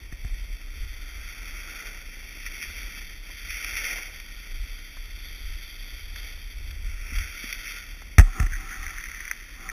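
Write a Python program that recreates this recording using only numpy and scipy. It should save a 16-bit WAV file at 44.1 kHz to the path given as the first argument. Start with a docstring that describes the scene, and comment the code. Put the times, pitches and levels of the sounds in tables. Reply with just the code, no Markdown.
"""Night snowboard ride

A snowboarder rides a groomed slope, camera in hand, while others carve past. Steel edges crush the
snow in swelling turns, ice crumbs tick and the board drones; wind rumbles on the microphone and
floodlights hum faintly. Near the end the camera is swung round and knocked, and the board skids on
through crust. Everything has the coarse, fizzy top of an 8 kHz recorder."""
import sys
import numpy as np
from scipy import signal
from scipy.fft import rfft, irfft
from scipy.io import wavfile
from scipy.ndimage import uniform_filter1d

SR = 44100
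rng = np.random.default_rng(int(sys.argv[2]) if len(sys.argv) > 2 else 0)


def wav_out(sig):
    """Save sig, one row per channel (or a flat mono array), as 16-bit PCM at SR to the path in sys.argv[1]."""
    wavfile.write(sys.argv[1], SR, np.round(np.clip(np.atleast_2d(sig).T, -1, 1) * 32767).astype(np.int16))


N = 428632
TIME = np.arange(N) / SR


# carved turns: (edge set [s], edge released [s], swell [s], fade [s],
#                scrape [dB], crunch [dB], spray [dB], board drone [dB], falling snow [dB])
TURNS = [(1.667, 1.87, 0.64, 0.16, -42, -49, -49.5, -59.5, -59),
         (2.59, 2.939, 0.59, 0.14, -42, -54, -48.5, -58, -78),
         (3.685, 3.915, 0.18, 0.13, -33, -46, -42.5, -58.5, -50.5),
         (6.165, 6.227, 0.018, 0.15, -47, -57, -48, -65, -64),
         (7.138, 7.72, 0.23, 0.23, -40.5, -50, -69, -65, -73)]
# brief bites into harder snow: (start [s], end [s], level [dB])
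BITES = [(2.46, 2.483, -45), (2.614, 2.644, -34.5), (3.274, 3.335, -45), (3.5, 3.545, -36),
         (3.77, 3.8, -34), (3.904, 3.915, -34), (7.657, 7.693, -38)]
# sideways slides throwing powder: (start [s], end [s], swell [s], fade [s], scrape [dB], spray [dB])
PLUMES = [(.95, 1.4, 0.71, .3, -64, -55), (3.29, 3.6, 0.26, .2, -50, -48.5),
          (4.29, 4.708, 0.4, 0.75, -49, -50.5), (5.3, 5.895, .35, 1, -50, -48),
          (7.396, 7.72, 0.24, 0.19, -60, -45)]
# bright rasp of the edge: (frequency [Hz], level [dB])
SCRAPE_EQ = [(1200, -49.5), (1600, -14), (1850, 1.5), (2050, 4), (2250, 5.5), (2450, 1.5), (2700, -0.5),
             (2900, -13), (3200, -59.5)]
# lower body of a deep cut: (frequency [Hz], level [dB])
CRUNCH_EQ = [(250, -16), (450, -14), (750, -16.5), (1050, -20.5), (1250, -3.5), (1420, 4.5), (1600, -3),
             (1800, -26.5), (2300, -23)]
# thin sizzle of powder: (frequency [Hz], level [dB])
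SPRAY_EQ = [(2600, -26.5), (2950, -18.5), (3150, 1.5), (3350, 2), (3550, 2), (3750, -8.5), (4000, -12.5)]
GLIDE_SCRAPE_DB, GLIDE_CRUNCH_DB, GLIDE_SPRAY_DB = -51, -68.5, -56   # running flat between turns
GLIDE_GRIT, GRIT_PER_DB = 0.23, 0.019   # share of coarse grains, growing with the load on the edge

def carve():
    """The edge scrapes, grittier under load; a deep cut adds crunch, and thrown snow a fine spray."""
    *_, scrape_db, crunch_db, spray_db, _, _ = np.transpose(TURNS)
    bites = [from_db(db) * stroke(start, end, swell_s=0.01, fade_s=0.0068) for start, end, db in BITES]
    edge = power_sum([turn_swells(GLIDE_SCRAPE_DB, scrape_db), *bites])
    slide = power_sum(from_db(db) * stroke(*timing) for *timing, db, _ in PLUMES)
    powder = power_sum(from_db(db) * stroke(*timing) for *timing, _, db in PLUMES)
    load_db = 20 * np.log10(edge) - GLIDE_SCRAPE_DB
    grit = GLIDE_GRIT + GRIT_PER_DB * load_db
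    snow = friction(grit, per_s=1200, spread_db=0.6, chatter_db=1.5, chatter_rate=70)
    snow *= from_db(0.74 * drift(per_s=10))   # uneven snow
    scrape = power_sum([edge, slide]) * colour(snow, SCRAPE_EQ)
    depth = power_sum([turn_swells(GLIDE_CRUNCH_DB, crunch_db), from_db(-10) * slide])
    crunch = depth * colour(snow, CRUNCH_EQ)
    spray = power_sum([turn_swells(GLIDE_SPRAY_DB, spray_db), powder]) * colour(snow, SPRAY_EQ)
    return scrape + crunch + spray


# crumbs breaking: (time [s], peak [dB])
CRUMBS = [(2.463, -23), (2.626, -22.5), (3.505, -29), (3.645, -18.5), (3.769, -24), (4.2, -26), (6.16, -28),
          (6.709, -33.5), (7.159, -25), (7.185, -23.5), (7.526, -19.5)]
# brittle snap of ice: (frequency [Hz], level [dB])
CRUMB_EQ = [(1100, -20), (1400, -7.5), (1650, -10), (2000, -2), (2450, -0.5), (2950, -21.5), (3350, 0),
            (3900, -19)]

def ice_crumbs():
    """Ice crumbs snap and splinter under a carving edge."""
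    return fractures(CRUMBS, CRUMB_EQ, splinter=0.24, t60=0.029)


# the closing skid: (start [s], end [s], swell [s], fade [s])
SKID = (8.88, 9.28, 0.53, 0.13)
# dry crackle of crust: (frequency [Hz], level [dB])
CRUST_EQ = [(500, -38), (1000, -21), (1400, -4), (1650, -7), (1880, 3.5), (2200, -0.5), (2500, -5.5),
            (2950, -17), (3300, -11.5), (3600, -13), (4000, -17)]

def crust_skid(glide_db=-49.5, skid_db=-41.5):
    """The board slides sideways through crackling crust, swelling once."""
    level = power_sum([from_db(glide_db), from_db(skid_db) * stroke(*SKID)])
    crackle = friction(grit=0.5, per_s=400, spread_db=2.0, chatter_db=2.0, chatter_rate=90)
    return level * colour(crackle, CRUST_EQ)


# crust cracking: (time [s], peak [dB])
TICKS = [(8.829, -24.5), (8.865, -20.5), (8.983, -24), (9.006, -31), (9.038, -24), (9.06, -27),
         (9.115, -26), (9.2045, -24.5), (9.253, -25), (9.278, -23), (9.3125, -12.5), (9.6895, -21),
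         (9.698, -21.5)]
# hard, narrow tick: (frequency [Hz], level [dB])
TICK_EQ = [(900, -29), (1400, -8), (1700, -1.5), (1870, 7), (2100, 1), (2400, 1), (2950, -51), (3400, -26),
           (3900, -35)]

def crust_ticks():
    """Bits of crust break in short, sharp ticks."""
    return fractures(TICKS, TICK_EQ, splinter=0.15, t60=0.012)


# larger ridges: (time [s], dull slap [dB], gritty tap [dB])
BUMPS = [(.248, -36.5, -46), (0.296, -54, -61), (2.974, -43, -41), (3.3, -57, -42), (3.985, -62, -32.5),
         (4.968, -52, -40), (7.122, -34, -54), (7.44, -32, -42), (8.02, -56, -35)]
# low drumming of the board: (frequency [Hz], level [dB])
DRONE_EQ = [(70, -27), (130, -2), (200, -1.5), (290, 1), (420, -5.5), (600, -8), (900, -11.5), (1300, -12),
            (2000, -42)]

def board(glide_db=-60):
    """Ridged snow drums on the board, harder just after the edge sets; larger ridges slap it."""
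    *_, drone_db, _ = np.transpose(TURNS)
    ridges = friction(grit=0.64, per_s=390, spread_db=3.0, chatter_db=0.5, chatter_rate=59)
    drone = turn_swells(glide_db, drone_db, lag_s=0.04) * colour(ridges, DRONE_EQ)
    times, slap_db, tap_db = np.transpose(BUMPS)
    slaps = ring(clicks_at(times, slap_db), hz=250, t60=0.043)
    tap_eq = [(300, -1.0), (900, 1), (1500, 8), (2300, -7.5)]   # (frequency [Hz], level [dB])
    taps = fractures(zip(times, tap_db), tap_eq, splinter=0.17, t60=0.032)
    return drone + slaps + taps


# hits on the camera: (time [s], thump [dB], crack [dB])
KNOCKS = [(0.124, -35.5, -31), (0.246, -24, -34), (8.183, 3, -3), (8.187, -42, -18), (8.195, -7, -6),
          (8.205, -15, -22), (8.21, -44, -18), (8.399, -11.5, -16.5), (8.427, -17, -23), (8.464, -31, -27),
          (8.519, -30, -32)]
# hollow clack of the plastic case: (frequency [Hz], level [dB])
CASE_EQ = [(100, 6.5), (300, 6), (390, -4), (520, -23), (630, -7), (740, 0.5), (930, -24), (1280, 1.5),
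           (1550, -6), (1870, 9), (2200, -3.5), (2500, -2), (3000, -21.5), (3600, -13)]

def camera_knocks(rest_hz=33, extra_hz=82, glide_s=0.01255, rise_s=0.0032, t60=0.31):
    """A knock cracks in the case; its thump passes the microphone highs first, so the pitch sinks."""
    times, thump_db, crack_db = np.transpose(KNOCKS)
    age = TIME[:SR // 2]
    cycles = rest_hz * age + extra_hz * glide_s * (1 - np.exp(-age / glide_s))
    envelope = (1 - np.exp(-age / rise_s)) * from_db(-60 * age / t60)
    thump = -np.sin(2 * np.pi * cycles) * envelope
    thumps = signal.oaconvolve(clicks_at(times, thump_db), thump)[:N]
    return thumps + fractures(zip(times, crack_db), CASE_EQ, splinter=0.7, t60=0.023)


# glove strokes: (start [s], end [s], level [dB])
RUBS = [(8.216, 8.297, -46.5), (8.373, 8.404, -37), (8.583, 8.93, -48), (9.61, 9.72, -46.5)]
# nasal scuff of glove on plastic: (frequency [Hz], level [dB])
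RUB_EQ = [(500, -14.5), (670, -26.5), (770, -2), (900, -38), (1020, -14), (1200, -5.5), (1350, 1.5),
          (1550, -17), (1900, -10), (2600, -25)]

def glove_rubs(rumble_db=-7.5):
    """The glove drags over the case, with a handling rumble tucked under the scuff."""
    level = power_sum(from_db(db) * stroke(*span, swell_s=0.029, fade_s=0.046) for *span, db in RUBS)
    drag = friction(grit=0.3, per_s=700, spread_db=2.5, chatter_db=2.5, chatter_rate=60)
    return level * (colour(drag, RUB_EQ) + from_db(rumble_db) * colour(drag, DRONE_EQ))


# glove squeaks: (start [s], end [s], pitch [Hz], level [dB])
RASPS = [(8.514, 8.556, 1580, -37.5), (8.714, 8.76, 1360, -41.5)]

def glove_rasp(start, end, hz, level_db):
    """The glove sticks and slips on the case in one short rasp."""
    slips = ring(grains(per_s=700, spread_db=1.5), hz, t60=0.005)
    return from_db(level_db) * stroke(start, end, swell_s=0.003, fade_s=0.0078) * colour(slips, TICK_EQ)


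# gusts: (time [s], half width [s], level [dB])
GUSTS = [(.36, 0.24, -34), (.93, 0.26, -36.5), (1.5, 0.16, -35), (3.0, 0.84, -46), (4.6, 0.069, -35),
         (4.97, 0.21, -37.5), (5.45, 0.064, -32), (6.1, 0.71, -39), (6.86, .16, -30), (7.191, 0.064, -28.5),
         (8.7, 0.2, -35)]
# sub-bass buffeting: (frequency [Hz], level [dB])
EDDY_EQ = [(15, -14.5), (24, -8.5), (32, 4), (41, -4), (52, -9.5), (68, -11), (90, -20), (120, -38.5),
           (200, -45)]

def wind(breeze_db=-42, slow_hz=48):
    """Eddies buffet the microphone in the deep bass; stronger gusts reach higher in pitch."""
    gusts = [from_db(db) * np.exp(-((TIME - time) / width) ** 2 / 2) for time, width, db in GUSTS]
    gust_db = 20 * np.log10(power_sum([from_db(breeze_db), *gusts]))
    eddies = colour(rng.standard_normal(N), EDDY_EQ)
    lowpass = signal.butter(2, slow_hz, fs=SR, output="sos")
    slow_eddies = rms_one(signal.sosfilt(lowpass, colour(rng.standard_normal(N), EDDY_EQ)))
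    strength = np.clip((gust_db + 48.5) / 16, 0.06, 0.6)
    buffet = np.sqrt(strength) * eddies + np.sqrt(1 - strength) * slow_eddies
    return from_db(gust_db + 2.5 * drift(per_s=15)) * level_out(buffet, seconds=0.138)


# muffled patter of snow: (frequency [Hz], level [dB])
PATTER_EQ = [(250, -13), (420, 5.5), (780, 3.5), (1100, -7), (1500, -10)]

def falling_snow(hold_s=0.04):
    """Snow thrown up by each turn patters down, most thickly as the edge is released."""
    showers = [from_db(db) * stroke(end - hold_s, end + hold_s, swell_s=0.14, fade_s=0.11)
               for _, end, *_, db in TURNS]
    return power_sum(showers) * colour(grains(per_s=2500, spread_db=1.5), PATTER_EQ)


# hum partials: (frequency [Hz], level [dB])
HUM = [(120, -67.5), (180, -70)]

def floodlights():
    """The lamps' ballasts hum faintly."""
    return sum(from_db(db) * np.sqrt(2) * np.sin(2 * np.pi * hz * TIME) for hz, db in HUM)


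def turn_swells(glide_db, levels_db, lag_s=0):
    """Envelope of a steady glide with a swell for each turn."""
    swells = [from_db(db) * stroke(start + lag_s, end + lag_s, swell_s, fade_s)
              for (start, end, swell_s, fade_s, *_), db in zip(TURNS, levels_db)]
    return power_sum([from_db(glide_db), *swells])


def stroke(start, end, swell_s, fade_s):
    """Pressure builds up, holds at 1 from start to end and dies away."""
    return np.exp(-np.maximum(start - TIME, 0) / swell_s - np.maximum(TIME - end, 0) / fade_s)


def friction(grit, per_s, spread_db, chatter_db, chatter_rate):
    """Smooth hiss blended with coarse grains, fluttering as the surfaces grip and slip."""
    share = np.clip(grit, 0, 1)
    texture = np.sqrt(1 - share) * rng.standard_normal(N) + np.sqrt(share) * grains(per_s, spread_db)
    return texture * from_db(chatter_db * np.sqrt(share) * drift(chatter_rate))


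def grains(per_s, spread_db):
    """Tiny snaps at random moments, a few louder than the rest; rms 1."""
    sizes = from_db(spread_db * np.minimum(rng.exponential(1, N), 3.5)) * rng.choice([-1, 1], N)
    return rms_one(sizes * (rng.random(N) < per_s / SR))


def fractures(events, eq, splinter, t60):
    """Each event is one snap with a short splintering tail, ringing in a body."""
    body, track = response(eq), np.zeros(N + SR)
    age = TIME[:SR // 20]
    for time, peak_db in events:
        force = (age == 0) + splinter * rng.standard_normal(len(age)) * from_db(-60 * age / t60)
        snap = signal.fftconvolve(force, body)
        track[int(time * SR):][:len(snap)] += from_db(peak_db) * snap / np.abs(snap).max()
    return track[:N]


def clicks_at(times, levels_db):
    """One click for each event."""
    return np.bincount((np.asarray(times) * SR).astype(int), from_db(levels_db), N)[:N]


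def ring(clicks, hz, t60):
    """A unit click sets a sine of height 1 ringing."""
    decay, angle = from_db(-60 / (t60 * SR)), 2 * np.pi * hz / SR
    return signal.lfilter([0, np.sin(angle)], [1, -2 * decay * np.cos(angle), decay ** 2], clicks + 1e-18)


def colour(x, eq):
    """Play a signal through a body with this EQ curve; rms 1."""
    return rms_one(signal.oaconvolve(x, response(eq))[:N])


def response(eq, size=8192):
    """Minimum-phase impulse response of an EQ curve, rolling off beyond its ends."""
    hz, db = np.transpose(eq)
    log_hz = np.log(np.maximum(np.arange(size // 2 + 1) * SR / size, 1))
    outside = np.abs(log_hz - np.clip(log_hz, np.log(hz[0]), np.log(hz[-1])))
    curve_db = np.interp(log_hz, np.log(hz), db) - 30 * outside
    cepstrum = irfft(np.log(from_db(curve_db)))
    causal_fold = 1 + np.sign(size // 2 - np.arange(size)) * (np.arange(size) > 0)
    return irfft(np.exp(rfft(cepstrum * causal_fold)))


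def drift(per_s):
    """Random modulation gliding to per_s new values a second; rms 1."""
    knots = rng.standard_normal(N // 20)
    return rms_one(np.interp(TIME * per_s, np.arange(len(knots)), knots))


def level_out(x, seconds):
    """Ride the gain to take the slow swells out of a noise."""
    return x / np.sqrt(uniform_filter1d(x ** 2, int(seconds * SR)) + 1e-6)


def power_sum(gains):
    """Unrelated sounds add in power."""
    return np.sqrt(sum(gain ** 2 for gain in gains))


def rms_one(x):
    """Scale to rms 1."""
    return x / np.sqrt(np.mean(x ** 2) + 1e-20)


def from_db(db):
    """Decibels to gain."""
    return 10 ** (np.asarray(db) / 20)


def scene():
    """Mono mix: the skid and the rubbing glove join the carving as the camera is swung round."""
    swung = np.clip((TIME - 8.18) / 0.022, 0, 1)
    ice = ice_crumbs() + crust_ticks()
    handling = camera_knocks() + sum(glove_rasp(*rasp) for rasp in RASPS)
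    ride = carve() + swung * (crust_skid() + glove_rubs()) + board()
    return (ride + ice + handling + wind() + falling_snow() + floodlights())[None]


def record(dry, rate_hz=8000, hold=6, band_hz=3900, top_hz=14900):
    """Lo-fi chain: a low sample rate, clipping, and a sample hold that mirrors sound into the treble."""
    narrow = signal.sosfilt(signal.butter(10, band_hz, fs=SR, output="sos"), dry)
    coarse = np.clip(signal.resample_poly(narrow, rate_hz, SR, axis=1), -1, 1)
    steps = np.repeat(coarse, hold, axis=1)
    held = signal.resample_poly(steps, SR, rate_hz * hold, axis=1)[:, :N]
    return signal.sosfilt(signal.ellip(10, 0.2, 80, top_hz, fs=SR, output="sos"), held)


dry = scene()
out = record(dry)
wav_out(out)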